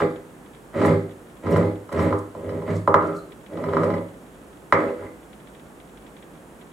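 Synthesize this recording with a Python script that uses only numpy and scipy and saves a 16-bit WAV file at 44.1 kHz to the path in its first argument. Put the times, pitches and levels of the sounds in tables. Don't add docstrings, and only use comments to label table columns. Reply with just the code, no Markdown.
import sys
import numpy as np
from scipy import signal
from scipy.fft import rfft, irfft
from scipy.io import wavfile

SR = 44100
rng = np.random.default_rng(int(sys.argv[2]) if len(sys.argv) > 2 else 0)


def put_to_file(sound):
    columns = np.atleast_2d(sound).T
    safe = np.clip(columns, -1, 1)
    whole_steps = np.round(safe * 32767)
    wavfile.write(sys.argv[1], SR, whole_steps.astype(np.int16))


N = 296352
TIME = np.arange(N) / SR
RING_TIME = TIME[:SR]


# start_s, rise_s, hold_s, release_s, grind_db, judder_db, grate_db
HAND_PULLS = [(0.0, 0.0013, 0.017, 0.026, -14, -12, -8), (0.727, 0.088, 0.062, 0.1, -16.5, -2.5, -9),
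              (1.418, .11, 0.051, 0.13, -17.5, -2, -12), (1.907, 0.063, 0.057, 0.15, -19, -2.5, -9.5),
              (2.334, 0.17, 0.059, .2, -30.5, -2, -12), (2.661, 0.024, 0.018, 0.083, -24, -0.5, -8.5),
              (2.97, 0.035, 0.029, 0.13, -22.5, -12, -15.5), (3.479, .3, 0.086, .18, -21.5, -7, -14),
              (4.727, 0.045, 0.034, 0.15, -20.5, -21, -11.5), (4.962, 0.022, 0.043, 0.08, -35, -10, -6.5)]
def pull_gains():
    breakaway_db, ease_in_share = -10, 0.19
    gains = np.zeros((3, N)) + 1e-6
    for start, rise, hold, release, grind_db, judder_db, grate_db in HAND_PULLS:
        t = TIME - start
        effort = from_db(breakaway_db * np.clip(1 - t / rise, 0, 1))
        ease_in = np.clip(t / (ease_in_share * rise), 0, 1)
        letting_go = np.clip(1 - (t - rise - hold) / release, 0, 1) ** 1.07
        peaks = from_db([[grind_db], [grind_db + judder_db], [grind_db + grate_db]])
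        gains += peaks * effort * ease_in * letting_go
    return gains


def slips(per_s, unevenness, rub_db):
    sticks = np.exp(unevenness * rng.standard_normal(N // 10))
    at = (np.cumsum(sticks / sticks.mean()) * SR / per_s).astype(int)
    jerks = np.zeros(N)
    jerks[at[at < N]] = np.sqrt(sticks[at < N])
    rubbing = from_db(rub_db) * rng.standard_normal(N)
    return rms_one(rms_one(jerks - jerks.mean()) + rubbing)


def scraping(grinder, judder_hz, grind_hz, grate_hz):
    force = slips(per_s=180, unevenness=.65, rub_db=-4.5)
    judder = cut(grinder, judder_hz, "low", order=6)
    grind = cut(cut(grinder, grind_hz, "low", order=3), 192, "high", order=3)
    grate = cut(cut(grinder, grate_hz, "low", order=3), 605, "high", order=4)
    registers = zip(pull_gains(), [grind, judder, grate])
    return sum(play(force * gain, energy_one(response)) for gain, response in registers)


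# start_s, strength_db, hardness_hz
BLOWS = [(.002, -11.5, 1390), (.815, -11.5, 1900), (.849, -12, 2170), (1.468, -20, 1700),
         (1.560, -14.5, 2100), (1.891, -27, 1490), (1.925, -25, 2630), (1.992, -14.5, 1960),
         (2.1254, -8.5, 1220), (2.349, -17, 790), (2.492, -28, 2350), (2.621, -21, 890), (2.875, 1, 1110),
         (2.941, 3, 1450), (3.574, -25.5, 1390), (3.639, -21.5, 1970), (3.685, -23, 1410),
         (3.734, -15, 1800), (3.7675, -7, 1450), (3.833, -15, 2070), (3.902, -20.5, 1910),
         (3.939, -25, 2280), (4.7236, 0, 2600)]
def knocks(grinder, level_db, crack_db):
    pushes, cracks = np.zeros(N), np.zeros(N)
    for start, db, hardness_hz in BLOWS:
        blow = np.zeros(N)
        blow[round(start * SR)] = from_db(db)
        pushes += cut(blow, hardness_hz, "low", order=4)
        cracks += blow * (hardness_hz / 2000) ** 2
    pushes = cut(pushes, 106, "high", order=1)
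    crack_decay = dying(t60=0.0039) + from_db(-3.5) * dying(t60=0.15)
    burst = colour(rng.standard_normal(N), GRIT_SPECTRUM)[:SR] * crack_decay
    return from_db(level_db) * play(pushes, grinder) + from_db(crack_db) * play(cracks, [burst, burst])


# pitch_hz, level_db, t60_s
AUGER_MODES = [(410, -11, .035), (610, -4, .022), (800, -5, .016), (1020, 1, .018), (1290, 6, .02),
               (1620, 0, .011), (2000, 1, .012), (2300, -6, .009), (3400, -9, .006)]
# pitch_hz, level_db, t60_s
BARREL_MODES = [(88, -6, .25), (102, -3, .52), (157, -7, .42), (173, -6, .5), (208, -12, .4), (252, -9, .5),
                (268, -13, .35), (310, -2, .55), (324, -4, .42), (389, -3, .42), (404, -2, .48),
                (468, -11, .35), (495, 0, .55), (551, -2, .48), (572, -4, .4), (604, -6, .4),
                (630, -10, .3), (706, -13, .3), (754, -12, .3), (824, -2, .4), (953, -5, .36),
                (995, -7, .3), (1031, -1, .42), (1093, -3, .38), (1190, -4, .3), (1258, -1, .45),
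                (1322, -3, .42), (1565, -9, .35), (1900, -14, .25), (2067, -13, .3)]
def grinder_response(room, barrel_db, room_db, apart_hz):
    auger_rise, barrel_rise = 1 - np.exp(-RING_TIME / [[.0008], [.002]])
    opposed = np.pi / 2 + np.pi * np.arange(len(AUGER_MODES))
    clack = cut(ring(AUGER_MODES, opposed) * auger_rise, 140, "high", order=1)
    barrel_hz = np.array(BARREL_MODES)[:, 0]
    apart = np.minimum(barrel_hz / apart_hz, 1) * rng.choice([-1, 1], len(barrel_hz))
    phases = rng.uniform(0, 2 * np.pi, len(barrel_hz))
    barrel = np.array([ring(BARREL_MODES, phases + apart), ring(BARREL_MODES, phases - apart)])
    barrel = cut(barrel * barrel_rise, 34, "high")
    barrel *= dying(t60=3.7)
    return clack + from_db(barrel_db) * barrel + from_db(room_db) * play(clack, room)[:, :SR]


# pitch_hz, level_db, t60_s
EDGE_MODES = [(3034, -0.5, 0.079), (3950, -3, 0.064), (4595, -5.5, 0.17), (5540, -3.5, 0.1)]
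def edge_pings(level_db, growth):
    taps = np.zeros(N)
    for start, db, hardness_hz in BLOWS:
        taps[round(start * SR)] = from_db(level_db + growth * db) * (hardness_hz / 2000) ** 1.66
    edge = [ring(EDGE_MODES, rng.uniform(0, 2 * np.pi, len(EDGE_MODES))) for _ in range(2)]
    return play(taps, edge)


# frequency_hz, level_db
GRIT_SPECTRUM = [(2300, 7), (2800, 6), (3800, -1.5), (5500, -9), (8000, -9.5), (11000, -19), (15500, -29)]
def grit(room, level_db, room_db):
    _, _, grating = pull_gains()
    catches = rms_one(np.abs(cut(rng.standard_normal(N), 35, "low")) + 0.54)
    grains = colour(random_clicks(per_s=2500, spread_db=7) * catches, GRIT_SPECTRUM)
    return in_room(grains * from_db(level_db) * grating, room, room_db)


# peak_s, length_s, level_db, pitch_hz
EDGE_CATCHES = [(1.525, .015, -52, 5500), (1.995, .03, -55, 5400), (2.705, .05, -49, 2060),
                (3.04, .1, -33, 1300), (3.15, .12, -40, 1290), (3.165, .012, -56, 4200),
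                (3.191, .012, -57, 4150), (3.943, .015, -43, 2080), (4.89, .015, -51, 2550),
                (5.068, .02, -49, 2020)]
def squeaks():
    return swells(EDGE_CATCHES, rng.standard_normal(N), width=0.05)


# peak_s, length_s, level_db, centre_hz
MEAT_TEARS = [(.862, 0.018, -45, 7800), (1.516, 0.033, -54, 9050), (1.573, 0.022, -50.5, 8600),
              (1.928, 0.0095, -49, 7900), (2.024, 0.065, -56, 8600), (2.19, 0.018, -52, 7500),
              (2.764, 0.035, -51.5, 5800), (3.073, 0.014, -57, 6000), (3.17, 0.041, -56, 7350),
              (3.84, 0.022, -54, 6800)]
def squelches():
    return swells(MEAT_TEARS, random_clicks(per_s=2500, spread_db=4), width=.45)


# start_s, end_s
WET_SPELLS = [(0.159, .7), (3.32, 4), (5.33, 6.3)]
def wet_ticks(level_db, stray_db, band_hz, t60):
    per_s, jitter, spread_db = 13, .55, 1.7
    noise = stereo_noise(ROOM_CORRELATION)[:, :SR]
    blur = energy_one(cut(noise, band_hz, "band", order=3) * dying(t60))
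    clicks = from_db(stray_db) * random_clicks(per_s=14, spread_db=3)
    for at_s, end_s in WET_SPELLS:
        while at_s < end_s:
            size, wait = rng.standard_normal(2)
            clicks[round(at_s * SR)] += from_db(spread_db * size)
            at_s += np.exp(jitter * wait) / per_s
    return from_db(level_db) * play(clicks, blur)


# frequency_hz, t60_s
ROOM_DECAY = [(200, 0.76), (600, 0.37), (1500, 0.4), (4000, 0.42), (12000, 0.31)]
# frequency_hz, correlation
ROOM_CORRELATION = [(150, 0.93), (400, 1), (800, 0.59), (1500, 0.18), (3000, 0.028), (12000, 0.79)]
def room_response(build_s):
    noise = stereo_noise(ROOM_CORRELATION)[:, :SR]
    tail = np.zeros((2, SR))
    for hz in 125 * 2. ** np.arange(8):
        octave = cut(noise, [hz / np.sqrt(2), hz * np.sqrt(2)], "band")
        tail += octave * dying(at_hz(ROOM_DECAY, hz))
    return energy_one(tail * (1 - np.exp(-RING_TIME / build_s)))


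# frequency_hz, level_db
ROOM_TONE_SPECTRUM = [(25, -39), (50, 2), (80, -10), (125, -6), (160, -1.5), (300, -1.5), (490, -5),
                      (620, -8), (1250, -13.5), (1600, -15.5), (2200, -22.5), (3300, -26.5), (5000, -38)]
# frequency_hz, correlation
ROOM_TONE_CORRELATION = [(30, 0.68), (120, 0.94), (500, 0.8), (1500, 0.078), (4000, 0.18)]
def room_tone(level_db):
    return from_db(level_db) * colour(stereo_noise(ROOM_TONE_CORRELATION), ROOM_TONE_SPECTRUM)


# frequency_hz, level_db
HISS_SPECTRUM = [(2500, -15), (5000, -11), (6500, -7), (7500, -4), (9500, -5), (12000, -8.5), (15500, -24)]
# frequency_hz, correlation
HISS_CORRELATION = [(3000, 0.2), (7000, 0.91), (15000, .98)]
def microphone_hiss(level_db):
    return from_db(level_db) * colour(stereo_noise(HISS_CORRELATION), HISS_SPECTRUM)


def from_db(db):
    return 10 ** (np.asarray(db) / 20)


def rms_one(x):
    return x / np.sqrt(np.mean(x ** 2) + 1e-20)


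def energy_one(response):
    return response / np.sqrt(np.sum(response ** 2) / 2)


def at_hz(points, hz):
    freqs, values = np.transpose(points)
    return np.interp(np.log(np.maximum(hz, 1)), np.log(freqs), values)


def cut(x, hz, kind, order=2):
    corners_hz = np.minimum(hz, SR / 2 - 100)
    return signal.sosfilt(signal.butter(order, corners_hz, kind, fs=SR, output="sos"), x + 1e-18)


def colour(x, spectrum):
    gains = from_db(at_hz(spectrum, np.fft.rfftfreq(N, 1 / SR)))
    return rms_one(irfft(rfft(x) * gains, N))


def stereo_noise(correlation):
    mid, side = rfft(rng.standard_normal((2, N)))
    alike = np.clip(at_hz(correlation, np.fft.rfftfreq(N, 1 / SR)), -1, 1)
    return irfft(np.sqrt((1 + alike) / 2) * mid + np.sqrt((1 - alike) / 2) * side * [[1], [-1]], N)


def play(force, response):
    return signal.fftconvolve(np.atleast_2d(force), response, axes=1)[:, :N]


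def in_room(direct, room, room_db):
    return direct + from_db(room_db) * play(direct, room)


def dying(t60):
    return np.exp(-np.log(1000) * RING_TIME / t60)


def ring(modes, phases):
    return sum(from_db(db) * dying(t60) * np.sin(2 * np.pi * hz * RING_TIME + phase)
               for (hz, db, t60), phase in zip(modes, phases))


def random_clicks(per_s, spread_db):
    hits = rng.random(N) < per_s / SR
    sizes = from_db(spread_db * np.clip(rng.standard_normal(N), -2, 2))
    return hits * sizes * rng.choice([-1, 1], N)


def swells(rows, source, width):
    out = np.zeros(N)
    for peak_s, length_s, db, hz in rows:
        near = np.abs(TIME - peak_s) < .15
        band = rms_one(cut(source[near], [hz / (1 + width), hz * (1 + width)], "band"))
        out[near] += from_db(db) * band * np.exp(-(2 * (TIME[near] - peak_s) / length_s) ** 2)
    return out


def scene():
    room = room_response(build_s=0.00033)
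    grinder = grinder_response(room, barrel_db=-15.5, room_db=4.5, apart_hz=1970)
    metal = scraping(grinder, judder_hz=227, grind_hz=540, grate_hz=2570)
    metal += knocks(grinder, level_db=-6.5, crack_db=-31.5)
    metal[0] = np.pad(metal[0], (1, 0))[:N]
    details = grit(room, level_db=-17, room_db=4.5)
    details += in_room(squeaks() + squelches(), room, room_db=-0.5)
    details += edge_pings(level_db=-40.5, growth=0.44)
    ticks = wet_ticks(level_db=-26, stray_db=-7.5, band_hz=[1900, 3650], t60=0.063)
    at_microphones = metal + details + ticks + room_tone(level_db=-45.5)
    lean_right = from_db([[-0.7], [0.7]])
    return at_microphones * lean_right + microphone_hiss(level_db=-62.5)


def record(dry):
    ceiling, cutoff_hz = .92, 15800
    clipped = np.clip(dry, -ceiling, ceiling)
    return signal.sosfilt(signal.ellip(10, .1, 90, cutoff_hz, fs=SR, output="sos"), clipped)


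dry = scene()
out = record(dry)
put_to_file(out)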